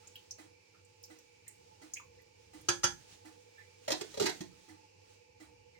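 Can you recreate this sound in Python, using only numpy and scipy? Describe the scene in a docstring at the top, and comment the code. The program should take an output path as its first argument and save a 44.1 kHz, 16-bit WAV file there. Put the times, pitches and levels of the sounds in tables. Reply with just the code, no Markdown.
"""A machine hums in noise-fed resonances over a broad rush, while sleeves and hands rustle as noise swells.
Throughout, it squeaks now and then in decaying tones and thumps once a stroke in damped modes and noise.
Early on a spatula ticks wetly in a glass bowl as short pops and noise puffs; then the bowl meets the
kitchen counter in two knocks of modes and noise, and the spatula is laid down with a rattle of counter
modes under gritty noise. Echoes and a short tail add hard tiles; the right microphone hears it later."""
import sys
import numpy as np
from scipy import signal
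from scipy.fft import rfft, irfft, next_fast_len
from scipy.io import wavfile
from scipy.ndimage import uniform_filter1d

SR = 44100
rng = np.random.default_rng(int(sys.argv[2]) if len(sys.argv) > 2 else 0)


def ratio_of_db(decibels):
    """Turn decibels (scalar or array-like) into linear amplitude factors; 0 dB maps to 1."""
    return 10 ** (np.asarray(decibels, float) / 20)


def log_audio(samples):
    """Write samples as a 16-bit WAV file to the path given in sys.argv[1]."""
    # one column per channel
    frames = np.atleast_2d(samples).T
    # limit to full scale, then quantise
    limited = np.clip(frames, -1, 1)
    pcm = np.round(limited * 32767).astype(np.int16)
    wavfile.write(sys.argv[1], SR, pcm)


N = 255446  # samples
AFTER = np.arange(16384) / SR  # time after a contact, s
RIGHT_LAG = 31  # delay of the right microphone, samples

# resonances of the counter top: f/Hz, relative level/dB, t60/s
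COUNTER_MODES = [(60.6, 5, 0.053), (110.6, 5.5, 0.17), (184.2, 5.5, 0.24), (251, 13, 0.099),
                 (315.6, 3.5, 0.26), (357, 0, 0.34), (405, -0.5, 0.22), (446.7, 4, 0.18),
                 (545, 14.5, 0.036), (633, 12.5, 0.2), (747, 15, 0.072), (868, -4, 0.13)]


def at(table, hz):
    """Piecewise-linear interpolation of (f/Hz, value) points over log frequency."""
    f, v = np.transpose(table)
    return np.interp(np.log(np.maximum(hz, 1)), np.log(f), v)


def shape(x, db_of):
    """Zero-phase filtering: the spectrum is multiplied by a gain in dB given over frequency."""
    n = next_fast_len(x.shape[-1], True)
    hz = np.arange(n // 2 + 1) * SR / n
    return irfft(rfft(x, n) * ratio_of_db(db_of(hz)), n)[..., :x.shape[-1]]


def unit(x):
    """Normalisation to an rms of 1."""
    return x / np.sqrt(np.mean(x ** 2))


def peak(x, db):
    """Normalisation to a peak level in dB."""
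    return x * ratio_of_db(db) / np.abs(x).max()


def walk(rate):
    """Slow random modulation: levels held for 1 / rate s, smoothed by two moving averages."""
    k = int(SR / rate)
    held = np.repeat(rng.standard_normal(N // k + 1), k)
    return unit(uniform_filter1d(uniform_filter1d(held, k), k)[:N])


def bumps(rows):
    """Energy addition of Gaussian swells, each (middle s, half width s at 1/e power, level dB)."""
    t = np.arange(N) / SR
    return np.sqrt(sum(ratio_of_db(2 * db) * np.exp(-((t - s) / half) ** 2) for s, half, db in rows))


def fade(t60, rise):
    """Exponential build-up at contact, then exponential decay by 60 dB in t60 seconds."""
    onset = 1 - np.exp(-AFTER / max(rise, 1e-4))
    return onset * np.exp(-np.log(1000) * AFTER / max(t60, 2e-3))


def ring(modes, rise, near_hz=None, reach=1, damping=1):
    """Modal superposition of decaying sines; near_hz favours modes within reach octaves."""
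    out = 0
    for k, (hz, db, t60) in enumerate(modes):
        away = 0 if near_hz is None else np.log2(hz / near_hz) / reach
        sign = (-1) ** k  # neighbouring modes start in opposite directions
        level = ratio_of_db(db - 10 * min(away ** 2, 2.2))
        out = out + sign * level * fade(t60 / damping, rise) * np.sin(2 * np.pi * hz * AFTER)
    return out


def burst(db_of, t60, rise):
    """Broadband impact radiation: coloured noise under a decaying envelope."""
    return shape(rng.standard_normal(len(AFTER)), db_of) * fade(t60, rise)


def add(bus, s, sound, pan_db):
    """Time and level differences between microphones: the right hears the sound later."""
    for ch, lag, db in ((0, 0, pan_db / 2), (1, RIGHT_LAG, -pan_db / 2)):
        i = int(s * SR) + lag
        bus[ch, i:i + len(sound)] += ratio_of_db(db) * sound[:max(N - i, 0)]


def pair(db_of, alike_hz):
    """Spatial coherence of a diffuse field: shared and delayed in the bass, unrelated in the treble."""
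    common, left, right = rng.standard_normal((3, N))
    shared = shape(common, lambda f: -10 * np.log10(1 + (f / alike_hz) ** 2))
    rest = lambda f: -10 * np.log10(1 + (alike_hz / np.maximum(f, 1)) ** 2)
    both = [shared + shape(left, rest), np.roll(shared, RIGHT_LAG) + shape(right, rest)]
    return shape(np.array(both), db_of)


def machine_hum(lumps_db):
    """Resonant filtering: noise in narrow bands whose levels waver, the lowest with the given lumps."""
    # hum resonances: f/Hz, width at -6 dB/Hz, level before the width correction/dB
    resonances = [(99.5, 14.8, -3.5), (483, 38, -3), (870.3, 43, -7), (2320, 164, -12), (2566, 150, -16),
                  (2800, 390, -20.5), (6800, 30, -23.5)]
    hum = 0
    for hz, width, db in resonances:
        bell = lambda f: -20 * np.log10(1 + (2 * (f - hz) / width) ** 2)
        waver_db = lumps_db if hz < 200 else 2.4 * walk(5.03)
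        width_db = 4.7 * np.log10(width / 30)
        hum = hum + ratio_of_db(db + waver_db + width_db) * unit(pair(bell, 990.0))
    return ratio_of_db(-67) * hum


def rush(lumps_db):
    """Amplitude modulation of broadband noise: the bass moves in lumps, the rest flickers faster."""
    # spectrum of the rush: f/Hz, relative density level/dB
    rush_colour = [(15, -56), (25, -49), (92, -8), (127, -14), (180, -10), (229, -22.5), (317, -10.5),
                   (476, -11), (714, -23), (863, -15.5), (1290, -28.5), (2350, -17.5), (3500, -24),
                   (5000, -16.5), (6740, -22.5), (16000, -56.5)]
    steady = ratio_of_db(-69) * unit(pair(lambda f: at(rush_colour, f), 540.0))
    bass = shape(steady, lambda f: -10 * np.log10(1 + (f / 250) ** 6))
    return ratio_of_db(lumps_db) * bass + ratio_of_db(0.9 * walk(16)) * (steady - bass)


def background():
    """Common modulation: one slow random level moves the lowest hum and the bass of the rush."""
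    lumps_db = 1.9 * walk(8.7)
    return machine_hum(lumps_db) + rush(lumps_db)


def rustling():
    """Friction noise: sleeves and hands brush past as flickering noise in Gaussian swells."""
    # passing strokes of cloth and skin: middle t/s, half width/s, level/dB
    passes = [(.1, 0.21, -67.5), (1.25, 0.42, -72.5), (1.8, 0.22, -70.5), (2.7, 0.22, -68),
              (3.1, 0.096, -64), (3.5, 0.79, -68.5), (3.86, .02, -63), (4.05, 0.049, -71),
              (4.13, 0.078, -55.5), (4.3, 0.13, -59), (4.62, .06, -65.5), (5.12, .045, -65.5)]
    # spectrum of the rustle: f/Hz, relative density level/dB
    rustle_colour = [(150, -2), (400, -3.5), (1200, -9), (3000, -4), (6500, -4), (9500, -14.5),
                     (13000, -33), (16000, -27)]
    noise = unit(pair(lambda f: at(rustle_colour, f), 500.0))
    return bumps(passes) * ratio_of_db(1.5 * walk(25.32)) * noise


def squeaks():
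    """Phase modulation: a rubbery fundamental and octave share a random phase jitter, then decay."""
    # squeaks near the return stroke: t/s, peak level/dB, f/Hz
    calls = [(0.026, -74.5, 1343), (0.737, -69.5, 1356), (1.459, -66, 1980), (2.18, -71, 1935),
             (3.573, -61.5, 1768), (3.602, -66, 2065), (4.517, -77, 1240), (5.038, -82, 1383),
             (5.741, -69, 2100)]
    bus = np.zeros((2, N))
    for s, db, hz in calls:
        jitter = np.cumsum(rng.standard_normal(len(AFTER))) / np.sqrt(SR / 60)
        turns = hz * AFTER + 0.54 * jitter
        tone = np.sin(2 * np.pi * turns) + ratio_of_db(-12.5) * np.sin(4 * np.pi * turns)
        envelope = fade(160 / hz, 0.017)  # 60 dB decay over 160 cycles
        add(bus, s, peak(tone * envelope, db), 0)
    return bus


def ticks():
    """Sudden release: wet silicone snaps off glass with a few-cycle pop, a broad click and a short hiss."""
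    # spatula edge on the bowl: t/s, level/dB, centre f/Hz, click peak level re the pop/dB
    snaps = [(0.072, -45, 6700, -37), (0.1558, -44, 3090, -1), (0.3086, -33.5, 6000, -24),
             (0.848, -58.5, 7600, -18), (1.029, -62, 9400, 12), (1.037, -42, 5550, -15),
             (1.053, -60, 10600, 3), (1.187, -54, 6200, -5), (1.4792, -38.5, 8000, -7),
             (1.936, -31, 6600, -13), (1.958, -50, 2260, -16), (1.9683, -40.5, 2470, -22),
             (1.996, -50, 1100, -24), (2.217, -68, 6840, 7), (2.611, -57.5, 9500, -3)]
    bus = np.zeros((2, N))
    for s, db, hz, click_db in snaps:
        pop_envelope = np.exp(-(AFTER * hz / 3.1 - 1.2) ** 2)  # 3.1 cycles set its width
        pop = pop_envelope * np.sin(2 * np.pi * hz * AFTER)

        def bell(f):
            octaves = np.log2(np.maximum(f, 1) / hz)
            floor_db = 30 + 12 * (f < hz / 2.5)
            return -np.minimum(12 * (octaves / 0.51) ** 2, floor_db)

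        below = lambda f: -11 * np.maximum(np.log2(hz / np.maximum(f, 1)), 0)
        click = burst(below, 0.0044, 0.00028)
        hiss = burst(bell, 0.019, 0.0012)
        add(bus, s, ratio_of_db(db) * (pop + peak(click, click_db) + peak(hiss, -4)), 3)
    return bus


def bass_swells():
    """Low-frequency loading: the deep bass swells as weight shifts on the counter."""
    # shifts of weight: middle t/s, half width/s, level/dB
    shifts = [(.3, 0.072, -91.5), (2.1, 0.2, -72.5), (2.6, 0.16, -72), (2.9, 0.06, -56.5), (4.05, .1, -68),
              (4.47, 0.08, -67), (5.5, 0.19, -72)]
    # spectrum of the swells: f/Hz, relative density level/dB
    swell_colour = [(20, -20), (45, -10), (70, 2.5), (120, -1.5), (200, -11), (280, -12), (600, -87)]
    noise = unit(pair(lambda f: at(swell_colour, f), 470.0))
    return bumps(shifts) * ratio_of_db(1.8 * walk(9)) * noise


def machine_thumps():
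    """Periodic impact: a distant drum reverses each stroke with soft noise, a catch and damped modes."""
    first_s, stroke_s = 0.3795, 0.7169
    # spectrum of the thump: f/Hz, relative density level/dB
    thump_colour = [(88, -45), (150, -60), (321, 6.5), (391, -22), (545, -15.5), (854, -12), (960, -20.5),
                    (1480, -21), (2600, -26), (6390, -25), (9440, -30), (12700, -48), (16000, -44)]
    # ringing of the drum: f/Hz, relative level/dB, t60/s
    drum_modes = [(221.2, -4, 0.16), (312.2, 6, 0.15)]
    # click that leads the drum ring: f/Hz, relative level/dB, t60/s
    catch_modes = [(1495, -2, .05), (2006, 0, .06)]
    bus = np.zeros((2, N))
    for s in np.arange(first_s, N / SR, stroke_s):
        thump = burst(lambda f: at(thump_colour, f), 0.31, 0.0027)
        add(bus, s, peak(thump, -50.5), 0)
        add(bus, s + 0.004, peak(ring(catch_modes, 0.001), -61), 0)
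        add(bus, s + 0.015, peak(ring(drum_modes, 0.0046), -53.5), 0)
    return bus


def bowl():
    """Modal impact: thick hand-damped glass rings and clacks on the counter, which thuds."""
    # bowl meets the counter, each knock with a bounce: t/s, level/dB, extra low-ring level/dB
    blows = [(2.686, -19.5, 7), (2.700, -47, -11.5), (2.833, -29, 2), (2.8396, -19, 2.5), (2.853, -32.5, 4)]
    # resonances of the glass: f/Hz, relative level/dB, t60/s
    glass_modes = [(348.8, 3.5, 0.27), (552, -10.5, 0.22), (801, -3.5, 0.18), (961, -10.5, 0.17),
                   (1275, 1, 0.11), (1340, -1.5, 0.1), (1690, 2, 0.11), (2340, -5.5, 0.11),
                   (3345, -1, 0.12), (3900, -5, 0.082), (4460, -3.5, 0.091), (4823, 20, 0.024),
                   (5820, -4, 0.12), (6200, 0, 0.16), (6160, -15, 0.13), (6430, 5, 0.11), (6610, -5.5, .12),
                   (7600, -8, .09)]
    # spectrum of the clack: f/Hz, relative density level/dB
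    clack_colour = [(290, -61), (500, -5.5), (1160, -8), (1360, -0.5), (2160, -17), (3250, -8.5),
                    (3980, -17.5), (6330, -0.5), (7100, -16.5), (8960, -19), (13400, -40.5), (14900, -38),
                    (16000, -81)]
    bus = np.zeros((2, N))
    for s, db, low_db in blows:
        # a flat landing wakes the low rings more than a blow on the rim
        woken = [(hz, v + low_db * (hz < 600), t60) for hz, v, t60 in glass_modes]
        glass = ratio_of_db(-23) * ring(woken, 0.0013)
        clack = burst(lambda f: at(clack_colour, f), 0.03, 0.0007)
        thud = peak(ring(COUNTER_MODES[:3], 0.002), -19)
        add(bus, s, ratio_of_db(db) * (glass + peak(clack, 3) + thud), 0.5)
    return bus


def spatula():
    """Local modal excitation: handle and blade land in turn, dull knocks under gritty contact noise."""
    # landings: t/s, knock peak level/dB, counter answer f/Hz, damping factor, clatter level re the knock/dB
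    landings = [(3.878, -27, 600, 1.9, -6.5), (3.887, -35, 520, 0.67, -12), (3.902, -26, 520, 1.4, -5.5),
                (3.917, -33, 315, 1.2, 7), (3.935, -35.5, 830, 0.88, -16), (4.009, -34, 400, 3.2, -3),
                (4.039, -48, 450, 4.7, -23), (4.14, -42, 480, 0.94, -4), (4.172, -30.5, 480, 0.61, -10.5),
                (4.197, -27, 430, 2.5, -3.5), (4.207, -23.5, 405, 1.25, -11), (4.221, -35, 200, 1.45, 4),
                (4.238, -31.5, 300, 3.1, -5.5), (4.256, -32, 355, 1.7, 4.5), (4.264, -32.5, 355, 2.6, 3.5),
                (4.277, -31.5, 385, 2.2, -9), (4.291, -34.5, 860, 2.7, 0.5), (4.405, -37, 190, 3.1, -4.5),
                (4.411, -38, 330, 2.4, -27)]
    # spectrum of the clatter: f/Hz, relative density level/dB
    clatter_colour = [(530, -34), (900, 2.5), (1190, -8), (1490, -6), (2020, -3.5), (2790, -9),
                      (3230, -2.5), (6180, -2.5), (12300, -28.5), (15400, -29.5), (16000, -76)]
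    bus = np.zeros((2, N))
    envelope = fade(0.036, 0.001)
    for s, db, hz, damping, clatter_db in landings:
        thud = peak(ring(COUNTER_MODES, 0.0017, hz, 0.26, damping), 0)
        # many tiny contacts of uneven size, each 32 samples long
        sizes_db = 3.5 * np.repeat(rng.exponential(size=len(AFTER) // 32), 32)
        grit = rng.standard_normal(len(AFTER)) * ratio_of_db(sizes_db)
        clatter = unit(shape(grit, lambda f: at(clatter_colour, f)) * envelope)
        clatter = clatter * np.sqrt(np.mean(envelope ** 2))
        add(bus, s, ratio_of_db(db) * (thud + ratio_of_db(clatter_db) * clatter), -0.3)
    return bus


def room(dry, wet_db):
    """Reverberation by convolution: hard early echoes and a dense tail unlike at each microphone."""
    # reverberation time: f/Hz, t60/s
    tail_t60 = [(100, 0.89), (500, 0.19), (2000, 0.23), (6000, 0.18), (14000, 0.46)]
    # tail spectrum: f/Hz, relative level/dB
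    tail_colour = [(100, -13), (500, -9), (1500, 1.5), (6000, -2), (14000, -10)]
    # reflections from counter, pan and tiles: left delay t/s, level before the bass cut/dB
    reflections = [(.0022, -0.5), (.0048, -2), (.0075, -5), (.012, -10)]
    tail = 0
    for hz in 60 * 2.0 ** np.arange(9):  # octave bands
        noise = rng.standard_normal((2, len(AFTER)))
        band = shape(noise, lambda f: -24 * np.log2(np.maximum(f, 1) / hz) ** 2)
        decay = band * fade(at(tail_t60, hz), 0.00067)
        tail = tail + decay * np.sqrt(hz / np.sum(decay ** 2)) * ratio_of_db(at(tail_colour, hz))
    tail = ratio_of_db(wet_db) * tail / np.sqrt(np.sum(tail ** 2) / 2)
    early = np.zeros_like(tail)
    for k, (delay, db) in enumerate(reflections):
        arrivals = [int(delay * SR), int(delay * SR * 1.12)]  # left, right
        early[[0, 1], arrivals] = (-1) ** k * ratio_of_db(db)
    early = shape(early, lambda f: -10 * np.log10(1 + (1500 / np.maximum(f, 1)) ** 2))
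    return dry + signal.fftconvolve(dry, tail + early, axes=1)[:, :N]


def scene():
    """Linear superposition: near knocks and far machine, each with its share of the room, over the beds."""
    far = room(squeaks() + machine_thumps(), 0.33)
    near = room(ticks() + bowl() + spatula(), -1.5)
    return background() + rustling() + bass_swells() + far + near


def top_cut(x):
    """Nothing passes above the cut-off."""
    return signal.sosfilt(signal.butter(12, 16480, fs=SR, output="sos"), x)


def record(dry):
    """Transducer response: the right favours treble; both lose the deepest bass and hiss faintly."""
    # sensitivity of the right microphone over the left: f/Hz, level/dB
    right_over_left = [(60, 0), (380, 7), (700, 4), (1400, 4), (2800, 3), (6000, 4), (9000, 11.5),
                       (12000, 13.5), (15000, 30.5)]
    left = shape(dry[0], lambda f: -0.5 * at(right_over_left, f))
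    right = shape(dry[1], lambda f: 0.5 * at(right_over_left, f))
    bass_cut = signal.butter(2, 40, "high", fs=SR, output="sos")
    mics = signal.sosfilt(bass_cut, np.array([left, right]))
    # the hiss is centred on 15 kHz
    slope = lambda f: -30 * np.minimum(np.abs(np.log2(np.maximum(f, 1) / 15000) / 0.48), 2)
    hiss = shape(rng.standard_normal(dry.shape), slope)
    mix = mics + ratio_of_db(-93.5) * unit(hiss)
    return top_cut(mix)


dry = scene()
out = record(dry)
log_audio(out)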